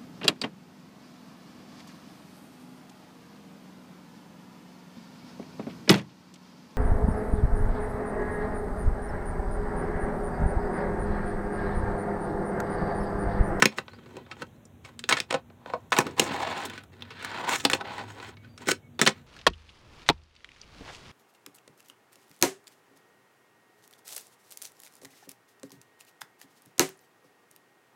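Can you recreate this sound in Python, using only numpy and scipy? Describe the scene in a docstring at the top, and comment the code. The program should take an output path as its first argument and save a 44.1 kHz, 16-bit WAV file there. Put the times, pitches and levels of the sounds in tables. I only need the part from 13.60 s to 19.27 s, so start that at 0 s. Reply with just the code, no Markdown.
"""On a porch, a toy skateboard is flicked, slid and rolled over a hollow plastic lid and cardboard boxes.
Each blow is a sharp contact with a dying rattle that rings lid, box, deck and axles as sums of modes.
Rolling and scuffing drive the same bodies with continuous grit. Brick walls return a short echo.
Small birds whistle as gliding sines; a far motor hums and drones over a wash of shaped noise."""
import sys
import numpy as np
from scipy import signal
from scipy.fft import rfft, irfft
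from scipy.io import wavfile
from scipy.ndimage import uniform_filter1d

SR = 44100
rng = np.random.default_rng(int(sys.argv[2]) if len(sys.argv) > 2 else 0)


def wav_record(signal):
    """Record a signal, one row per channel, as 16-bit PCM in the file named by sys.argv[1]."""
    frames = np.transpose(np.atleast_2d(signal))
    bounded = np.clip(frames, -1, 1)
    # unit amplitude maps onto the largest positive 16-bit level
    quanta = np.round(bounded * 32767).astype(np.int16)
    wavfile.write(sys.argv[1], SR, quanta)


N = 249862
SPAN = 8192  # samples in each body's answer

# damped modes of the hollow plastic lid: pitch_hz, level_db, t60_s
LID = [(150, -5, .08), (216, 0, .09), (281, 0, .09), (340, -4, .06), (385, -2, .07), (440, -4, .06)]
# damped modes of the cardboard box: pitch_hz, level_db, t60_s
BOX = [(525, 0, .06), (620, -2, .045), (700, -5, .04), (800, -1, .045), (940, -1, .04), (1050, -3, .035)]
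# damped modes of the board's deck: pitch_hz, level_db, t60_s
DECK = [(1300, -4, .022), (1490, -1, .022), (1750, -3, .02), (1930, -3, .02), (2200, -1, .02),
        (2480, -2, .018), (2700, -3, .016), (3100, -1, .014), (3500, -1, .012), (3900, -3, .01),
        (4250, -5, .008)]
# damped modes of the metal axles: pitch_hz, level_db, t60_s
AXLES = [(5400, -1, .012), (5900, -4, .008), (6600, -1, .008), (7150, 0, .008), (7800, -3, .006),
         (8500, -5, .005)]
# damped modes of the smallest parts: pitch_hz, level_db, t60_s
TICK = [(10090, -8, 0.0033), (11050, -22, .01), (14600, -22, 0.014), (15800, -9, .012)]
# the five sounding bodies, lid to tick: modes, low_edge_hz, high_edge_hz
BODIES = [(LID, 130, 480), (BOX, 480, 1100), (DECK, 1100, 4400), (AXLES, 5000, 9300), (TICK, 9500, 16000)]
# basic level of the unringing crack in each body's answer, lid to tick: level_db
CRACK_LEVELS = [-21, -7.5, -2.5, -11.5, 3.5]


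def undb(db):
    """Decibel law: an amplitude gain from its level."""
    return 10 ** (np.asarray(db) / 20)


def level(x, rms_db):
    """Mean-square power: scale a signal to a given rms."""
    return x * undb(rms_db) / np.sqrt(np.mean(x ** 2))


def fade(t60_s, count):
    """Exponential damping: a fall of 60 dB in each t60, one row for each."""
    t60_s = np.maximum(np.reshape(t60_s, (-1, 1)), 1e-3)
    return np.exp(-np.log(1000) * np.arange(count) / SR / t60_s)


def walk(rate_hz):
    """Slow random modulation: normal draws at the given rate joined by straight slopes."""
    hold = int(SR / rate_hz)
    steps = np.repeat(rng.standard_normal(N // hold + 1), hold)
    return uniform_filter1d(steps, hold)[:N]


def grit(shape, spread_db):
    """Rough contact: a random click on every sample, most small, a few large."""
    return rng.standard_normal(shape) * undb(spread_db * rng.exponential(size=shape))


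def favour(hz, spot_hz, spot_db, width):
    """Modal coupling: extra strength of the modes near the pitch that a contact spot drives best."""
    return spot_db * np.exp(-(np.log(hz / spot_hz) / width) ** 2)


def ring(body, mode_db, crack_db):
    """Modal superposition: spectra of a body's answer to a click, one row for each set of mode levels."""
    modes, low_hz, high_hz = body
    hz, db, t60_s = np.transpose(modes)
    t = np.arange(SPAN) / SR
    sines = np.cos(2 * np.pi * hz[:, None] * t) * fade(t60_s, count=SPAN)
    sines /= np.sqrt(np.sum(sines ** 2, axis=1, keepdims=True))
    edges = signal.butter(3, [low_hz, high_hz], "bandpass", fs=SR, output="sos")
    band = signal.sosfreqz(edges, np.fft.rfftfreq(SPAN, 1 / SR), fs=SR)[1]
    # the unringing crack is a bare click, made up for the energy that the band removes
    crack = undb(crack_db + 10 * np.log10(SR / (high_hz - low_hz)))
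    return band * (rfft(undb(db + mode_db) @ sines) + crack)


def blows():
    """Impact excitation: a sharp contact and a dying rattle drive every body; each spot favours other modes."""
    # blows of the board; body levels are against the deck: start_s, deck_peak_db, lid_db, box_db,
    # axles_db, tick_db, strongest_deck_ring_hz, strongest_hollow_ring_hz, rattle_t60_s
    blow_table = [(0.0229, -5, -10, -14, -11, -27, 1570, 370, 0.024),
                  (0.0561, -9, -6.5, -14.5, -6, -17.5, 2300, 207, 0.01),
                  (0.1244, -47, -12, -5, -21, -34, 1250, 1060, 0.034),
                  (0.1845, -20, -25, -10, -22, -31, 1280, 895, 0.02),
                  (0.2816, -38, -21, -5, -27, -42, 1440, 226, 0.016),
                  (0.3334, -46, -3, -3.5, -17, -33, 1150, 215, 0.037),
                  (0.3869, -49, 1, -10, -30, -32, 1105, 202, 0.037),
                  (0.4592, -50, 3.5, -3, -21, -32, 1270, 229, 0.054),
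                  (0.568, -41.5, 3, 2, -7, -19, 2600, 285, 0.024),
                  (0.664, -49.5, -8, -3, -28, -32, 1350, 248, 0.03),
                  (0.7132, -33, -13, -15, -18, -44, 1260, 1010, 0.058),
                  (0.7674, -49.5, 0, -1, -19, -27, 1730, 237, 0.016),
                  (0.82, -30.5, -11.5, -13.5, -15, -26, 1080, 343, 0.022),
                  (0.8681, -61.5, 1.5, -11, -3, -24.5, 2240, 240, 0.03),
                  (0.963, -65, 5, -8, -5, -16, 1170, 236, 0.016),
                  (1.0526, -64, -5, -13, 14.5, -23, 1180, 237, 0.02),
                  (1.2486, -42.5, -13, -4.5, -8.5, -29, 2280, 1000, 0.055),
                  (1.2894, -51.5, -7, -3.5, -27, -29, 1280, 250, 0.032),
                  (1.392, -34.5, -20, -33, -1.5, -18, 1780, 482, 0.023),
                  (1.4396, -27.5, -12, -24, -16, -29, 3940, 452, 0.021),
                  (1.49, -17, -15, -12.5, -5.5, -20, 1750, 920, 0.063),
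                  (1.5097, -20, -11, -5.5, -17, -24, 1830, 890, 0.074),
                  (1.5244, -11.5, -16.5, -13, -15, -27, 2130, 496, 0.04),
                  (1.569, -23.5, -15, -12, -12.5, -37, 1720, 1060, 0.056),
                  (1.584, -31, -20, -5, -11, -28, 1800, 437, 0.03),
                  (1.602, -19.5, -15.5, -34, -5, -22, 3130, 465, 0.011),
                  (1.708, -22, -18.5, -7, -9.5, -37, 2180, 950, 0.026),
                  (1.7259, -26, -10, 1, -8, -26, 2120, 910, 0.014),
                  (1.7411, -24.5, -6, 6, -10, -37, 1740, 528, 0.045),
                  (1.9007, -53, 3, 0.5, -29, -31.5, 1200, 235, 0.025),
                  (2.0597, -37, -14.5, 2.5, -26.5, -31.5, 1505, 638, 0.015),
                  (2.1, -38.5, -12, 4.5, -29, -34, 1580, 503, 0.014),
                  (2.1355, -32.5, -3, 12.5, -21.5, -36, 1130, 620, 0.059),
                  (2.3205, -17.5, -24, 0.5, -14.5, -26, 1300, 875, 0.03),
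                  (2.3281, -14, -24.5, -19, -19, -36, 1110, 1048, 0.01),
                  (2.3655, -22, -18.5, -4.5, -14, -24, 1420, 770, 0.048),
                  (2.3792, -25.5, -12, 4.5, -7, -16, 1570, 912, 0.01),
                  (2.387, -13, -2, 0, -3, -12, 1770, 388, 0.019),
                  (2.4034, -24, -6, -0.5, -9.5, -19, 1580, 277, 0.058),
                  (2.4667, -30.5, -2, -8, -12.5, -21, 1200, 207, 0.043),
                  (2.5822, -36, 2, 3, -19, -12, 1100, 1020, 0.03),
                  (2.596, -10.5, -7, -10.5, -2.5, -15, 2700, 213, 0.017),
                  (2.7076, -34.5, 5.5, -13, -22, -37, 1500, 457, 0.017),
                  (3.0523, -36.5, -4, -8, 0.5, -3.5, 3370, 331, 0.055),
                  (3.0984, -34, -16, -26, -11, -18, 2350, 334, 0.022),
                  (3.1345, -38.5, -5, -14, -14, -31, 2160, 455, 0.09),
                  (3.1777, -34, -10, -20, -14.5, -29, 1680, 452, 0.04),
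                  (3.236, -49, -10, -8.5, -7.5, -10, 1640, 240, 0.028),
                  (3.407, -50.5, -27, -21.5, -12, -24, 1600, 202, 0.035),
                  (3.4221, -31, -19.5, -15.5, -23.5, -26, 3370, 484, 0.02),
                  (3.4514, -49, -10, -13, -21, -34, 1720, 428, 0.033),
                  (3.5053, -39.5, -5, -9.5, -17.5, -29, 2470, 463, 0.09),
                  (3.5925, -48, -1, -8, -14, -28, 1910, 385, 0.054),
                  (3.6253, -37.5, -14, -7, -7, -19, 2250, 466, 0.038),
                  (3.6471, -26.5, -13, -22, -9.5, -17, 1930, 939, 0.03),
                  (3.8459, -38, -7.5, -24.5, -10, -35, 1340, 848, 0.043),
                  (3.9989, -33.5, -13, -11, -7, -20, 3640, 240, 0.056),
                  (4.0504, -11.5, -6.5, -7, -7.5, -18.5, 3900, 262, 0.02),
                  (4.0995, -17.5, -18, -14.5, -9, -20, 1770, 781, 0.017),
                  (4.1123, -28, -10, -7, -8, -15, 1750, 816, 0.088),
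                  (4.133, -13, -12, -11.5, -9.5, -32, 4400, 277, 0.02),
                  (4.2032, -44, -32, 5, -14, -38, 1270, 880, 0.038),
                  (4.2097, -29, -14, -5, -21, -43, 1110, 850, 0.033),
                  (4.273, -46, -12, 4, -17, -36, 1470, 1080, 0.03),
                  (4.3804, -36, -29, 1.5, -11, -24, 1820, 910, 0.021),
                  (4.5998, -38.5, -7, -2, -21, -33, 2820, 961, 0.034),
                  (4.7694, -47.5, -11, -14, -28, -32, 2190, 238, 0.027),
                  (4.8468, -50, -10, -14, -23, -33, 1510, 203, 0.038),
                  (4.9771, -43, -24, -15, -2.5, -24, 1700, 232, 0.033),
                  (5.0714, -33, 3.5, -17, -2, -25, 1500, 384, 0.011),
                  (5.0859, -17.5, -10, -7.5, -7, -16, 1620, 420, 0.026),
                  (5.115, -17.5, -6, -19, -6.5, -28, 2200, 394, 0.014),
                  (5.3916, -23, -7.5, -6.5, -14, -25, 3530, 970, 0.048),
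                  (5.4143, -10.5, -6.5, -19.5, -4, -16.5, 1800, 436, 0.024),
                  (5.4235, -24, 1.5, -4.5, -6.5, -22, 3220, 218, 0.073),
                  (5.4535, -32.5, -17, -26, 0, -14, 2700, 294, 0.015),
                  (5.4631, -13.5, -13, -9, -14, -22, 3280, 960, 0.062),
                  (5.474, -9, -10, -10, -7, -28, 2170, 202, 0.019),
                  (5.4917, -29.5, -11, 0, -0.5, -30, 2020, 536, 0.017)]
    start_s, deck_db, lid, box, axles, tick, deck_hz, hollow_hz, rattle_s = np.transpose(blow_table)
    # upper deck modes against lower ones: -6.5 dB at an 1800 Hz deck ring, rising 13 dB per octave
    hard_db = -6.5 + 13 * np.log2(deck_hz / 1800.0)
    # the loose board chatters on faintly beneath the first rattle
    shake = fade(rattle_s, count=SPAN) + undb(-24.0) * fade(0.087, count=SPAN)
    push = shake * grit((len(start_s), SPAN), 2.3)
    push[:, 0] += 4.0  # sharp first contact
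    push = rfft(push)
    hits = 0
    for body, crack_db, body_db in zip(BODIES, CRACK_LEVELS, (lid, box, 0, axles, tick)):
        hz = np.array(body[0])[:, 0]
        spot_db = favour(hz, deck_hz[:, None], 8, 0.12) + favour(hz, hollow_hz[:, None], 7, 0.15)
        # a harder contact reaches the upper modes of the deck
        upper = np.clip(np.log2(hz / 1600), 0, 1) * (body[0] == DECK)
        spot_db = spot_db + hard_db[:, None] * upper
        crack_db = crack_db + hard_db[:, None] * upper.max() / 2
        mode_db = spot_db + 2.5 * rng.standard_normal(spot_db.shape)
        part = irfft(push * ring(body, mode_db, crack_db))
        # peak of a sine as strong as the loudest 256 samples
        strength = np.sqrt(2 * uniform_filter1d(part ** 2, size=256).max(axis=1))
        hits = hits + part * (undb(deck_db + body_db) / strength)[:, None]
    out = np.zeros(N + SPAN)
    for start, hit in zip((start_s * SR).astype(int), hits):
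        out[start:start + SPAN] += hit
    return out[:N]


def contacts():
    """Contact envelopes: level curves of the long rolls, and a rise and fall in dB for each scuff."""
    # long rolls over the lid; body levels are against the deck: time_s, deck_rms_db, lid_db, box_db, metal_db
    rolls = [
        [(2.615, -28.5, 8, -1, -12), (2.635, -42, 3, 2.5, -4.5), (2.713, -35, -2, -2.5, -20),
         (2.79, -37.5, -6, 5.5, -10), (2.869, -37, -7, 2.5, -17.5), (3.047, -39.5, -5.5, 0, -15.5),
         (3.077, -47, 3.5, -2.5, -22), (3.191, -49.5, -13.5, -9, -10), (3.25, -70, 3, -6, -16)],
        [(3.32, -63.5, 4.5, -4, -17), (3.436, -60.5, -3, -3.5, -26), (3.616, -43.5, -9.5, -12, -16),
         (3.692, -39, -11, -3.5, -21), (3.8, -38, -7, 1.5, -16), (3.836, -43, -2.5, 7, -17),
         (3.9, -29.5, -14, 0.5, -6.5), (3.96, -28, -12, -9, -6.5), (3.975, -43.5, -8, -12, -2),
         (4.032, -59, -10.5, -10, 9.5)],
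        [(4.234, -64.5, 19, 9, -30), (4.252, -45, -7.5, 3, -23.5), (4.41, -42.5, -5, -0.5, -16.5),
         (4.43, -54, 4, 4, -8), (4.49, -50, -8, -4, -8), (4.572, -55.5, 4, 3.5, -11.5),
         (4.664, -43.5, -16, -6.5, -8.5), (4.69, -48, 1, -8.5, -9), (4.75, -64.5, -14, 3.5, -22.5)],
    ]
    # short scuffs and slides; body levels are against the deck:
    # loudest_s, deck_rms_db, lid_db, box_db, metal_db, swell_s, fade_s
    scuff_table = [(0.001, -36, 1, -0.5, -5.5, 0.012, .016), (0.022, -32, -10.5, -8.5, -22, .007, .005),
                   (0.13, -54, -5.5, 4, -13.5, 0.069, .15), (0.187, -38.5, 3.5, -24, -4.5, 0.025, .03),
                   (0.3, -61.5, 0, -7, -13.5, 0.11, .9), (0.578, -57.5, 11.5, 4, -16, 0.21, .1),
                   (0.716, -57, -11, 8, -13, 0.061, .036), (0.826, -45.5, 5, -2, -13, 0.078, .018),
                   (1.245, -53, -10, -0.5, -15, 0.012, .16), (1.499, -32, -20.5, -3, -17.5, 0.013, .15),
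                   (1.55, -50, -21.5, -7.5, -1, 0.11, .11), (1.705, -28, -2, -5, -15, 0.0027, .01),
                   (1.75, -38.5, 0, 6, -16, 0.065, .056), (2.07, -56.5, 2, 6, -12, 0.031, .3),
                   (2.131, -60, -13, 8, -19, 0.3, .02), (2.306, -57, -15, -16, 7, .003, 0.0068),
                   (2.328, -30.5, -1, 4.5, -6, .01, .07), (2.385, -35, -6.5, 8, -7.5, 0.015, .005),
                   (2.41, -54, -3, 10, -5, 0.017, .2), (2.471, -47, 13, -3.5, -13, 0.073, .15),
                   (2.588, -29, -12.5, 5.5, -11, 0.025, .03), (4.044, -39, -2.5, 0, 0, 0.017, .005),
                   (4.15, -37.5, -0.5, 1.5, -11.5, .01, .044), (4.211, -46.5, 2.5, 10, -26, 0.059, .038),
                   (4.861, -57.5, -9.5, -9, -25, 0.11, .1), (5.021, -46, 1, -2.5, -15, 0.045, 0.062),
                   (5.06, -69.5, 0, 2, -24.5, 0.11, .03), (5.08, -36.5, 5, -3, -3, 0.014, .1),
                   (5.116, -25.5, -21.5, -32, -4, 0.059, .008), (5.5, -46, -4, -3, 6.5, .01, .026),
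                   (5.581, -56, -4.5, -8, -14, 0.23, .1)]
    range_db = 30  # rise in the swell and fall in the fade
    scuffs = []
    for peak_s, db, *mix, swell_s, fade_s in scuff_table:
        begin = (peak_s - swell_s, db - range_db, *mix)
        end = (peak_s + max(fade_s, 1e-3), db - range_db, *mix)
        scuffs.append([begin, (peak_s, db, *mix), end])
    return map(np.transpose, rolls + scuffs)


def rolling():
    """Continuous excitation: grit under wheels and deck shakes the bodies, more unevenly for small parts."""
    # modes favoured where the wheels press on the lid: pitch_hz, gain_db
    track = [(900, 15), (1530, 7), (1950, 4), (7100, 2)]
    tilt_db = -1.5  # per octave above a body's lowest mode
    tick_db = -11  # smallest parts against the axles
    pressed_t60_s = 0.045  # fingers pressing on the board damp every ring
    t, out = np.arange(N) / SR, 0
    pressure = undb(1.5 * walk(60) + 2.2 * walk(220))
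    grain = np.minimum(rng.exponential(size=N), 7)
    # the loose metal parts buzz in fits
    fits_db = 3.5 * walk(25)
    columns = (2, 3, 1, 4, 4)  # where each body's level stands in the contact curves
    spreads_db = (2.0, 2.5, 3.0, 4.2, 5.0)
    for body, crack_db, column, spread_db in zip(BODIES, CRACK_LEVELS, columns, spreads_db):
        gain = 0
        for curve in contacts():
            db = curve[1] + (curve[column] if column > 1 else 0) + tick_db * (body[0] == TICK)
            gain = gain + undb(np.interp(t, curve[0], db, left=-200, right=-200))
        gain = gain * undb(fits_db * (column == 4))
        gain = uniform_filter1d(gain, size=200)
        hz = np.array(body[0])[:, 0]
        track_db = sum(favour(hz, spot_hz, spot_db, 0.2) for spot_hz, spot_db in track)
        track_db = track_db + tilt_db * np.log2(hz / hz[0])
        # the wheels wander between spots that drive alternate modes, so the colour shifts as they travel
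        spots_db = 3.5 * (-1) ** np.arange(len(hz)) * np.array([[1], [-1]])
        place = np.pi / 4 * (1 + np.tanh(walk(9)))
        answers = irfft(ring(body, track_db + spots_db, crack_db - 3))
        for answer, share in zip(answers, (np.cos(place), np.sin(place))):
            answer = answer * fade(pressed_t60_s, count=SPAN)[0]
            contact = pressure * rng.standard_normal(N) * undb(spread_db * grain)
            shaken = signal.fftconvolve(contact * share * gain, answer)[:N]
            out = out + shaken / np.sqrt(np.mean(contact ** 2) * np.sum(answer ** 2))
    return out


def porch_echo(toy):
    """Diffuse reflection: dull decaying noise off the brick, convolved with the toy after a short delay."""
    t60_s, echo_db, dull_hz, delay_s = 0.11, -17, 3480, 0.0048
    noise = rng.standard_normal(2 * SPAN)
    dull = signal.lfilter([1], [1, -np.exp(-2 * np.pi * dull_hz / SR)], noise)
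    echo = dull * fade(t60_s, count=2 * SPAN)[0]
    echo = echo / np.sqrt(np.sum(echo ** 2))
    echo = np.concatenate([np.zeros(int(delay_s * SR)), echo])
    return undb(echo_db) * signal.fftconvolve(toy, echo)[:N]


def birds():
    """Frequency modulation: whistled sines, the gliding ones unsteady, blurred by leaves and walls."""
    # bird notes, before the level flutters: start_s, length_s, from_hz, to_hz, level_db
    notes = [(0.295, 0.07, 3750, 5000, -60), (0.255, 0.04, 6000, 5850, -75), (0.38, .05, 3500, 2900, -68),
             (0.5, 0.035, 4000, 4000, -69), (0.5, .03, 5900, 5950, -73), (0.59, 0.04, 2900, 3500, -68),
             (0.63, 0.05, 3200, 3900, -66), (0.68, 0.03, 3700, 3200, -71), (.74, 0.05, 3300, 3000, -69),
             (0.85, 0.06, 3050, 3500, -70), (0.92, .05, 3750, 4200, -75), (4.77, 0.07, 2280, 2220, -64),
             (4.88, 0.1, 4700, 4590, -67), (4.96, 0.13, 4610, 4580, -73), (5.215, 0.075, 2230, 2210, -63.5),
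             (5.33, 0.09, 4650, 4550, -74)]
    out, warble = np.zeros(N), walk(120)
    for start_s, length_s, from_hz, to_hz, db in notes:
        n, i = int(length_s * SR), int(start_s * SR)
        flutter = warble[i:i + n]
        depth = 0.12 * abs(np.log(to_hz / from_hz))  # wider glides waver more
        pitch_hz = np.linspace(from_hz, to_hz, n) * (1 + depth * flutter)
        phase = 2 * np.pi * np.cumsum(pitch_hz) / SR
        out[i:i + n] += undb(db + 3.0 * flutter) * np.sqrt(np.hanning(n)) * np.sin(phase)
    blur = rng.standard_normal(SPAN) * fade(0.1, count=SPAN)[0]
    blur = blur / np.sqrt(np.sum(blur ** 2))
    return out + undb(-1.5) * signal.fftconvolve(out, blur)[:N]


def motor():
    """Tonal radiation: a far motor's hum, a sine of wavering pitch and level."""
    # course of the hum about which it wavers: time_s, pitch_hz, rms_db
    hum_table = [(2.45, 94, -53), (3.47, 95, -57.5), (3.94, 98.3, -58), (4.4, 101, -57.5),
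                 (4.5, 101.5, -50), (5.66, 102.7, -62)]
    time_s, hum_hz, hum_db = np.transpose(hum_table)
    t = np.arange(N) / SR
    pitch_hz = np.interp(t, time_s, hum_hz) + 2.5 * walk(14)
    phase = 2 * np.pi * np.cumsum(pitch_hz) / SR
    rms_db = np.interp(t, time_s, hum_db, left=-70) + 2.2 * walk(12)
    return np.sqrt(2) * undb(rms_db) * np.sin(phase)


def drone():
    """Resonant filtering: noise narrowed to a steady drone above the hum."""
    centre_hz, width_hz = 238, 10
    f = np.fft.rfftfreq(N, 1 / SR)
    peak = 1 / (1 + (2 * (f - centre_hz) / width_hz) ** 2)
    return level(irfft(rfft(rng.standard_normal(N)) * peak, N), -60.5)


def traffic_wash():
    """Spectral shaping: noise weighted to a distant traffic wash, its level gently wavering."""
    # relative spectrum of the outdoor air: pitch_hz, level_db (per Hz)
    air = [(25, -18.5), (60, -7.5), (100, 3.5), (230, -7.5), (550, -15), (900, -21), (2000, -28),
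           (3900, -33.5), (4700, -50), (6200, -36.5), (9000, -41.5), (15500, -40), (16500, -60)]
    f = np.fft.rfftfreq(N, 1 / SR)
    hz, db = np.transpose(air)
    shape = undb(np.interp(np.log(f + 1), np.log(hz), db))
    wash = irfft(rfft(rng.standard_normal(N)) * shape, N)
    return level(wash, -54.5) * undb(1.6 * walk(6))


def scene():
    """Linear superposition: the toy and its echo, the birds and the outdoor air."""
    toy = blows() + rolling()
    outdoors = traffic_wash() + drone() + motor()
    return (toy + porch_echo(toy) + birds() + outdoors)[None]


def record(dry):
    """Saturation and band limiting: rounds the loudest peaks, thins the deep bass and cuts the top."""
    low_hz, top_hz = 54, 16600
    rounded = np.tanh(0.95 * dry) / 0.95
    thin = signal.sosfilt(signal.butter(2, low_hz, "highpass", fs=SR, output="sos"), rounded)
    return signal.sosfilt(signal.ellip(10, 0.2, 70, top_hz, fs=SR, output="sos"), thin)


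dry = scene()
out = record(dry)
wav_record(out)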